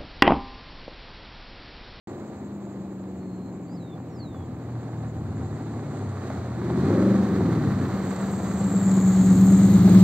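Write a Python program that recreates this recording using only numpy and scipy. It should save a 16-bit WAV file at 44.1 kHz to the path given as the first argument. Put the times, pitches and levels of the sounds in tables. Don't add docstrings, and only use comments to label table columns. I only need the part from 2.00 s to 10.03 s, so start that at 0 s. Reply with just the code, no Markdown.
import sys
import numpy as np
from scipy import signal
from scipy.fft import rfft, irfft, next_fast_len
from scipy.io import wavfile
from scipy.ndimage import map_coordinates

SR = 44100
rng = np.random.default_rng(int(sys.argv[2]) if len(sys.argv) > 2 else 0)


def store_wav(level_fs):
    pcm = np.round(np.clip(np.atleast_2d(level_fs), -1, 1) * 32767)
    wavfile.write(sys.argv[1], SR, pcm.T.astype(np.int16))


N = 354123
TIME = np.arange(N) / SR
FFT_SIZE = next_fast_len(N)
BINS = np.maximum(np.arange(FFT_SIZE // 2 + 1) * SR / FFT_SIZE, 1)

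# time in seconds, four-stroke cycles per second.
REVS = [(0.08, 27), (0.5, 25.3), (1.15, 23.4), (1.6, 22.7), (2.0, 20.3), (2.5, 20.4), (3.2, 18.8),
        (3.8, 18.4), (4.4, 14.8), (4.64, 14.8), (4.76, 15.4), (4.86, 18.3), (4.96, 22.8), (5.05, 24.1),
        (5.13, 24.6), (5.25, 23.4), (5.35, 21.8), (5.58, 18.8), (5.7, 16.8), (6.1, 13.4)]
# multiple of the cycle rate, then its gain in dB
ENGINE_ORDERS = [(4, -9, -19.5, -0.5), (5, -4, 0, 1.5), (9, -5, -4, 7), (10, -7.5, -15, -6.5),
                 (11, -4.5, -0.5, -2), (12, -4, -9, -2.5), (13, -1, -1, -6.5), (14, -5, -7.5, -3),
                 (15, -7, -14, -6.5), (16, -6, -2.5, -7.5), (17, -8, -8, -3), (18, -10, -6.5, -5.5),
                 (21, -10.5, -5, -3), (22, -13.5, -7, -6), (23, -10.5, -5, -14), (24, -12.5, -5.5, -13),
                 (26, -12.5, -5.5, -15.5)]
# cycles per second, gain in dB of the firing note, and of the sixth order.
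BOOM_BY_REVS = [(13.4, -18, -18), (14.5, 0.5, -2), (17.2, 2, 6.5), (17.9, 1, -2), (19.86, -5.5, 8.5),
                (20.47, -5.5, -3), (25.23, 5, -17), (25.84, 0, -18), (27.2, -7.5, -18)]
# frequency in Hz, gain in dB.
TAILPIPE_EQ = [(45, -35), (75, -7.5), (110, 3), (150, -3), (200, 2), (270, 0), (370, 1.5), (440, -8.5),
               (560, -4), (700, -10)]
# time in seconds, base level of engine and burble in dB, rumble level in dB.
EXHAUST_LEVELS = [(0.08, -40.5, -52.5), (0.35, -42, -48), (1.8, -39.5, -52), (2.4, -40, -41),
                  (2.75, -40.5, -46), (3.3, -38, -37.5), (4.2, -38, -46), (4.52, -36, -42),
                  (4.74, -28.5, -47), (4.92, -20.5, -42), (5.08, -23, -35.5), (5.27, -29, -39),
                  (5.42, -27.5, -38.5), (5.75, -26.5, -39), (5.9, -29.5, -40), (6.7, -33.5, -42),
                  (7.25, -30.5, -49), (7.7, -32.5, -39), (8.03, -25, -33)]
# frequency in Hz, relative density in dB.
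BURBLE_EQ = [(55, -8.5), (85, -3.5), (120, 8), (160, 8), (200, 9.5), (235, 5.5), (275, 6.5), (320, 1.5),
             (365, 3.5), (430, -5), (560, -12.5), (800, -40.5)]
RUMBLE_EQ = [(20, -14), (50, -19.5), (62, -15.5), (75, 4), (92, 10.5), (120, -1.5), (160, -20.5)]
# time in seconds, pitch of its main note in Hz, drive in dB.
DRONE_PATH = [(5.8, 190.4, -44.5), (6.15, 190, -47), (6.4, 198, -42.5), (6.7, 197, -36.5),
              (6.9, 192.6, -33), (7.1, 188.5, -34), (7.25, 187.3, -30.5), (7.45, 190.4, -28),
              (7.66, 195, -28), (7.8, 200.8, -27), (8.03, 206.1, -25.5)]
# multiple of the throb rate, gain in dB.
DRONE_PARTIALS = [(8, -2.5), (10, -6), (11, 3), (13, 0.5), (15, -7), (16, -5.5), (17, -6), (18, -9.5),
                  (19, 2), (20, -12.5), (21, 0.5), (22, -8), (23, -7), (24, -11.5), (26, -9), (29, -7),
                  (30, -3.5), (31, -9), (32, -8), (34, -9), (35, -11), (39, -13.5), (42, -10)]
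# frequency in Hz, gain in dB.
DRONE_PIPE_EQ = [(70, -8), (98, -11.5), (107, 0.5), (125, -1.5), (145, -6), (170, -1.5), (181, 7.5),
                 (188.5, 14.5), (196, 12), (204, 5), (225, -2.5), (255, -1.5), (280, -1), (295, -7),
                 (340, 1.5), (400, -4.5)]
# start in seconds, strength in dB.
POPS = [(4.904, -6), (5.352, -12), (5.362, -15), (5.407, -5), (5.454, -16), (5.664, -23), (5.786, -17)]
STONES = [(0.391, -47), (2.346, -37), (2.407, -35), (3.812, -41), (4.171, -27), (4.302, -27.5),
          (4.702, -22), (5.611, -30), (7.876, -22.5)]
# frequency in Hz, gain in dB, seconds to die away by 60 dB.
POP_MODES = [(124, -10.5, 0.038), (197, -18, 0.019), (358, -7, 0.029), (564, 0, 0.0035),
             (1200, -17.5, 0.011)]
STONE_MODES = [(613, 2.5, 0.029), (800, 0, 0.041), (1110, -2.5, 0.026), (1570, -12, 0.0092),
               (2090, -14.5, 0.0091), (3900, -23, .012)]
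# time in seconds, pitch in Hz, level in dB.
WHINE_PATH = [(1.5, 775, -65.5), (2.2, 768, -60.5), (3, 755, -57.5), (3.5, 775, -56), (4.4, 770, -59)]
# time in seconds, distance in metres.
DISTANCE = [(0, 150), (4, 62), (5, 28), (6, 20.2), (7, 12.7), (8.03, 6.4)]
# time in seconds, lag of the left side in samples.
LEFT_LAG = [(0, 4), (3, 3.5), (5.7, 2), (6.5, 1.7), (7.25, -0.5), (8, -3)]
# time in seconds, strength in dB.
CHURN = [(0.15, -51), (0.5, -55), (1.6, -57.5), (2.3, -56), (2.8, -51.5), (3.2, -51.5), (3.7, -48.5),
         (4.15, -46.5), (4.32, -42.5), (4.5, -47), (4.9, -38.5), (5.5, -40.5), (6.1, -40.5), (6.45, -42.5),
         (7.0, -41), (7.6, -41), (8.03, -39)]
# frequency in Hz, relative density in dB.
ROAR_EQ = [(250, 8), (450, 4.5), (560, 2.5), (660, 1.5), (770, 1.5), (950, -6.5), (1300, -28)]
SCRUB_EQ = [(700, -5), (1000, 0), (1150, 2.5), (1400, -2), (1900, -5.5), (2300, -13.5), (2800, -25),
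            (4000, -43.5)]
GRIT_EQ = [(2000, 1.5), (2700, -4), (3200, -2.5), (3900, 1.5), (4500, 1), (5000, -7), (5700, -7.5),
           (6500, -2), (8300, -6), (8900, -11)]
DUST_EQ = [(11700, 1), (12300, -5.5), (13300, -3.5), (14300, -1.5), (15700, -4)]
SAND_EQ = [(12300, -15.5), (12900, -1.5), (13400, 1.5), (14000, -8)]
# time of the peak in seconds, pitch in Hz, level in dB.
SAND_SPURTS = [(6.32, 13160, -63), (6.78, 13330, -69), (6.94, 13400, -61), (7.28, 13000, -61),
               (7.345, 12770, -54), (7.4, 13120, -50), (7.456, 13400, -48), (7.51, 13100, -50),
               (7.721, 13100, -49), (7.78, 13100, -53), (7.83, 13140, -53)]
# time in seconds, hiss level in dB, whistle level in dB.
HISS_LEVELS = [(0, -75, -83), (2.8, -77.5, -79.5), (4, -62, -72), (5, -78, -64), (5.6, -71, -70),
               (6, -63, -60.5), (6.5, -49.5, -53), (6.85, -52.5, -43), (7.22, -46.5, -45),
               (7.6, -43.5, -57.5), (8.03, -49, -52)]
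# frequency in Hz, relative density in dB.
HISS_EQ = [(5900, -13.5), (6300, -3), (6800, 1.5), (7500, 4), (7900, 1), (8600, -10)]
# start, length, attack, glide and sinking time in seconds; start pitch,
# knee pitch, sharp drop and final target pitch in Hz; level and fade over the note in dB.
BIRD_NOTES = [(1.17, 0.38, 0.037, .03, 0.083, 4380, 4330, 4, 4180, -70.5, 2),
              (1.658, 0.32, 0.017, 0.104, 0.092, 4380, 5120, 634, 3340, -67, -4.5),
              (2.092, .39, 0.11, 0.064, 0.1, 5920, 5300, 10, 3200, -56, 16)]
# time in seconds, level in dB.
CRICKET_LEVEL = [(0, -66.5), (2, -71.5), (3.5, -69), (5, -82.5), (8, -83)]
# frequency in Hz, relative density in dB.
CRICKET_EQ = [(6200, -8), (6700, -9.5), (7400, 2), (7700, -5.5), (8400, -18.5)]
GRASS_EQ = [(850, 1.5), (1050, 4), (1500, -20), (2300, -9), (2900, -17), (3500, -24.5)]
FLOOR_EQ = [(11700, -3), (13300, 0), (15700, 1.5)]
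# frequency in Hz, left-right likeness (one is mono).
STEREO_LIKENESS = [(30, 0.91), (80, 0.99), (200, 0.97), (500, 0.97), (1000, 0.86), (2000, 1), (4000, 0.3),
                   (7500, 0.57), (13000, 0.12)]
# frequency in Hz, left minus right in dB.
STEREO_BALANCE = [(100, 0), (270, 1.34), (500, 0.6), (1200, -2.5), (2000, -4.5), (3000, 4.5), (4000, -3.5),
                  (5400, 1), (6500, 2.5), (7500, 0.5), (8500, -1), (12000, -2), (14000, -4)]

FIRINGS = 8
BLIP_S, BLIP_OPEN_S, BLIP_HOLD_S, BLIP_CLOSE_S = 4.52, 0.14, 0.38, 0.18
OVERRUN_HOLD_S, OVERRUN_EASE_S = 0.23, 0.5
DRONE_ORDER, THROB_PEAK_S = 21, 7.845
TYPICAL_CHURN_DB, NEAR_M, GRIT_REACH_M = -42, 8.1, 4.7


def engine(cycle_hz, crank, tail_s, fade_s):
    speeds, *booms = np.transpose(BOOM_BY_REVS)
    firing_db, sixth_db = [np.interp(cycle_hz, speeds, db) for db in booms]
    firing_db += exhaust_db(trim_db=-0.3, throttle_db=-4, overrun_db=0)
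    sixth_db += exhaust_db(trim_db=-1.5, throttle_db=-21, overrun_db=-7)
    note = from_db(firing_db) * partial(FIRINGS * crank, flutter_db=1.54, flutter_rate=3.7)
    note += from_db(sixth_db) * partial(6 * crank, flutter_db=2.0, flutter_rate=11)
    pulling, braking, overtones = throttle(), overrun(), 0
    for order, cruise_db, open_db, overrun_db in ENGINE_ORDERS:
        db = cruise_db + (open_db - cruise_db) * pulling + (overrun_db - cruise_db) * braking
        db += at_hz(TAILPIPE_EQ, order * cycle_hz)
        overtones += from_db(db) * partial(order * crank, flutter_db=2.0, flutter_rate=6.9)
    overtones *= from_db(exhaust_db(trim_db=-7, throttle_db=1.6, overrun_db=0))
    fade_out = np.clip((REVS[-1][0] + tail_s - TIME) / fade_s, 0, 1)
    return (note + overtones) * fade_out


def throttle():
    return np.interp(TIME, BLIP_S + np.cumsum([0, BLIP_OPEN_S, BLIP_HOLD_S, BLIP_CLOSE_S]), [0, 1, 1, 0])


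def overrun():
    closing_s = BLIP_S + BLIP_OPEN_S + BLIP_HOLD_S
    corners_s = closing_s + np.cumsum([0, BLIP_CLOSE_S, OVERRUN_HOLD_S, OVERRUN_EASE_S])
    return np.interp(TIME, corners_s, [0, 1, 1, 0])


def exhaust_db(trim_db, throttle_db, overrun_db):
    return in_time(EXHAUST_LEVELS)[0] + trim_db + throttle_db * throttle() + overrun_db * overrun()


def drone(waver_per_m, flutter_db_per_m):
    hz, drive_db = in_time(DRONE_PATH)
    metres, = in_time(DISTANCE)
    throb_hz = hz / DRONE_ORDER
    phase = throb_phase() + phase_of(throb_hz * waver_per_m * metres * drift(12.8))
    tone = 0
    for order, db in DRONE_PARTIALS:
        in_step = DRONE_ORDER - 2 <= order <= DRONE_ORDER
        offset = 0 if in_step else 2 * np.pi * rng.random()
        pipe_db = at_hz(DRONE_PIPE_EQ, order * throb_hz)
        flutter_db = flutter_db_per_m * metres * drift(6.0)
        tone += from_db(db + pipe_db + flutter_db) * np.cos(order * phase + offset)
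    return np.sqrt(2) * from_db(drive_db) * tone * during(DRONE_PATH, fade_s=0.17)


def throb_phase():
    phase = phase_of(in_time(DRONE_PATH)[0] / DRONE_ORDER)
    return phase - np.interp(THROB_PEAK_S, TIME, phase)


def surges(sharpness):
    return (np.cos(throb_phase()) ** 2) ** sharpness * during(DRONE_PATH, fade_s=0.15)


def burble(crank, depth, lump_db, surge_db):
    puffs = (1 + depth * np.cos(FIRINGS * crank)) * from_db(lump_db * drift(25))
    db = exhaust_db(trim_db=-1.5, throttle_db=-6, overrun_db=-1.5) + surge_db * surges(sharpness=5)
    return from_db(db) * spread(noise() * puffs, BURBLE_EQ)


def rumble():
    return from_db(in_time(EXHAUST_LEVELS)[1]) * spread(noise(), RUMBLE_EQ)


def knocks(events, modes, trim_db):
    starts = [round(s * SR) for s, _ in events]
    strength_db = np.array(events)[:, 1] + trim_db
    ringing = np.zeros(N)
    for k, (hz, db, t60) in enumerate(modes):
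        clicks = np.zeros(N)
        clicks[starts] = (-1) ** k * from_db(strength_db + db + rng.normal(0, 4.2, len(starts)))
        ringing += ring(clicks, hz, t60)
    return signal.sosfilt(signal.butter(4, 90, "high", fs=SR, output="sos"), ringing)


def gear_whine(waver):
    hz, db = in_time(WHINE_PATH)
    tone = partial(phase_of(hz * (1 + waver * drift(20.5))), flutter_db=1.5, flutter_rate=12)
    return from_db(db) * during(WHINE_PATH, fade_s=0.19) * tone


def tyres():
    ruts = drift(25)
    churn_db = in_time(CHURN)[0] - TYPICAL_CHURN_DB

    def fader(far_db, follow, close_db, shake_db, reach_m=GRIT_REACH_M):
        return from_db(far_db + follow * churn_db + close_db * closeness(reach_m) + shake_db * ruts)

    roar = spread(grains(per_s=550, size_db=2.5, share=0.46), ROAR_EQ)
    roar *= fader(far_db=-37.5, follow=0.62, close_db=1.9, shake_db=0.9)
    scrub = spread(grains(per_s=900, size_db=4.5, share=0.37), SCRUB_EQ)
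    scrub *= fader(far_db=-43, follow=1.02, close_db=0, shake_db=0.65)
    grit = spread(grains(per_s=2500, size_db=0.5, share=0.48), GRIT_EQ)
    grit *= fader(far_db=-54.5, follow=0.94, close_db=6.5, shake_db=0.84)
    dust = spread(grains(per_s=5000, size_db=6.5, share=0.3), DUST_EQ)
    dust *= fader(far_db=-75.5, follow=0.76, close_db=16.7, shake_db=0.6, reach_m=14)
    return roar + scrub + grit + dust


def closeness(reach_m):
    return np.exp(-(in_time(DISTANCE)[0] - NEAR_M) / reach_m)


def sand(sizzle_db, flicker_db, spurt_s, width_hz):
    sizzle_gain = from_db(sizzle_db + flicker_db * drift(25)) * closeness(reach_m=7)
    sizzle = spread(grains(per_s=900, size_db=0.5, share=0.5), SAND_EQ)
    spurts = sum(from_db(db) * swell(s, spurt_s) for s, _, db in SAND_SPURTS)
    return sizzle_gain * sizzle + spurts * narrow_noise(in_time(SAND_SPURTS)[0], width_hz)


def high_hiss(pitch_hz, sag_hz, width_hz, frayed_hz, flicker_db, tick_db):
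    hiss_db, whistle_db = in_time(HISS_LEVELS)
    sag = swell(at_s=7.15, width_s=0.31)
    centre_hz = pitch_hz - sag_hz * sag
    focused = np.sqrt(1 - sag) * narrow_noise(centre_hz, width_hz)
    frayed = np.sqrt(sag) * narrow_noise(centre_hz, frayed_hz)
    whistle = from_db(whistle_db) * spread(focused + frayed, HISS_EQ)
    hiss = from_db(hiss_db) * spread(grains(per_s=530, size_db=1.5, share=0.32), HISS_EQ)
    return from_db(flicker_db * drift(11) + tick_db * surges(sharpness=60)) * (whistle + hiss)


def bird(waver, echo_db, echo_s, drop_s=0.011, release_s=0.04, edge_db=-25):
    song = np.zeros(N)
    for start, length, attack, glide, sink, start_hz, knee_hz, drop_hz, end_hz, db, fade_db in BIRD_NOTES:
        t = TIME - start
        past_knee = np.maximum(t - glide, 0)
        glide_hz = np.interp(t, [0, glide], [start_hz, knee_hz])
        hz = end_hz + (glide_hz - drop_hz - end_hz) * np.exp(-past_knee / sink)
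        hz += drop_hz * np.exp(-past_knee / drop_s)
        corners_s = [0, attack, length - release_s, length]
        shape_db = np.interp(t, corners_s, [edge_db, 0, -fade_db, edge_db - fade_db])
        tone = partial(phase_of(hz * (1 + waver * drift(68))), flutter_db=2.0, flutter_rate=25)
        song += from_db(db + shape_db) * (t > 0) * (t < length) * tone
    return song + from_db(echo_db) * np.interp(TIME - echo_s, TIME, song)


def cricket(chirps_per_s, chirp_at_s, trough, uneven_db):
    pulse = np.cos(np.pi * chirps_per_s * (TIME - chirp_at_s) + 0.2 * drift(4)) ** 2
    chirps = (trough + (1 - trough) * pulse) * from_db(uneven_db * drift(6))
    return from_db(in_time(CRICKET_LEVEL)[0]) * spread(noise() * chirps, CRICKET_EQ)


def grass(level_db):
    return from_db(level_db) * spread(noise(), GRASS_EQ)


def noise_floor(level_db):
    return from_db(level_db) * spread(noise(), FLOOR_EQ)


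def from_db(db):
    return 10 ** (np.asarray(db) / 20)


def unit_rms(x):
    return x / np.sqrt(np.mean(x ** 2) + 1e-20)


def in_time(rows):
    seconds, *columns = np.transpose(rows)
    return [np.interp(TIME, seconds, column) for column in columns]


def during(rows, fade_s):
    return np.clip(1 + np.minimum(TIME - rows[0][0], rows[-1][0] - TIME) / fade_s, 0, 1)


def swell(at_s, width_s):
    return np.exp(-((TIME - at_s) / width_s) ** 2)


def at_hz(points, hz):
    point_hz, values = np.transpose(points)
    return np.interp(np.log(hz), np.log(point_hz), values)


def phase_of(hz):
    return 2 * np.pi * np.cumsum(hz) / SR


def drift(rate):
    hop, settle = 40, 2000
    pole = np.exp(-2 * np.pi * hop * rate / SR)
    white = rng.standard_normal(N // hop + settle + 2)
    slow = signal.lfilter([1], [1, -2 * pole, pole * pole], white)[settle:]
    return np.interp(np.arange(N) / hop, np.arange(len(slow)), unit_rms(slow))


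def partial(phase, flutter_db, flutter_rate):
    sine = np.sqrt(2) * np.sin(phase + 2 * np.pi * rng.random())
    return sine * from_db(flutter_db * drift(flutter_rate))


def ring(clicks, hz, t60):
    decay, step = from_db(-60 / (t60 * SR)), 2 * np.pi * hz / SR
    return signal.lfilter([0, np.sin(step)], [1, -2 * decay * np.cos(step), decay ** 2], clicks + 1e-18)


def noise():
    return rng.standard_normal((2, N))


def narrow_noise(centre_hz, width_hz):
    band = unit_rms(signal.sosfilt(signal.butter(2, width_hz, fs=SR, output="sos"), noise()))
    return np.sqrt(2) * band * np.cos(phase_of(centre_hz))


def grains(per_s, size_db, share):
    sizes = from_db(size_db * np.minimum(rng.exponential(1, N), 4))
    clicks = unit_rms((rng.random(N) < per_s / SR) * sizes * np.sign(noise()))
    return np.sqrt(share) * clicks + np.sqrt(1 - share) * noise()


def colour(x, gain):
    return irfft(rfft(x, FFT_SIZE) * gain, FFT_SIZE)[..., :N]


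def spread(pair, eq):
    octaves_outside = np.abs(np.log2(BINS / np.clip(BINS, eq[0][0], eq[-1][0])))
    gain = from_db(at_hz(eq, BINS) - 400 * octaves_outside)
    alike = np.clip(at_hz(STEREO_LIKENESS, BINS), 0, 1)
    mid = colour(pair[0], gain)
    side = colour(pair[1], gain * np.sqrt((1 - alike) / (1 + alike)))
    return (mid + side * [[1], [-1]]) / np.std(mid)


def scene():
    cycle_hz, = in_time(REVS)
    crank = phase_of(cycle_hz * (1 + 0.0018 * drift(19.6)))
    motor = engine(cycle_hz, crank, tail_s=0.11, fade_s=0.69) + gear_whine(waver=0.0085)
    boom = drone(waver_per_m=0.0002953, flutter_db_per_m=0.1032)
    gas = burble(crank, depth=0.76, lump_db=1.9, surge_db=1.5) + rumble()
    hits = knocks(POPS, POP_MODES, trim_db=-3.5) + knocks(STONES, STONE_MODES, trim_db=-5.0)
    dirt = tyres() + sand(sizzle_db=-60, flicker_db=2.5, spurt_s=0.018, width_hz=260)
    hiss = high_hiss(pitch_hz=7570, sag_hz=482, width_hz=140, frayed_hz=450, flicker_db=1.5, tick_db=6)
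    truck = motor + boom + gas + hits + dirt + hiss
    truck[0] = map_coordinates(truck[0], [np.arange(N) - in_time(LEFT_LAG)[0]], order=5)
    field = grass(level_db=-61.5) + cricket(chirps_per_s=11, chirp_at_s=1.095, trough=0.4, uneven_db=1.5)
    field += bird(waver=0.005, echo_db=-20, echo_s=0.035)
    balance = from_db(at_hz(STEREO_BALANCE, BINS) * [[0.5], [-0.5]])
    return colour(truck + field, balance) + noise_floor(level_db=-80.5)


def record(dry):
    start_s, fade_s, cutoff_hz = 0.072, 0.0007, 15800
    high_cut = 1 / (1 + (BINS / cutoff_hz) ** 300)
    return colour(dry, high_cut) * np.clip((TIME - start_s) / fade_s, 0, 1)


dry = scene()
out = record(dry)
store_wav(out)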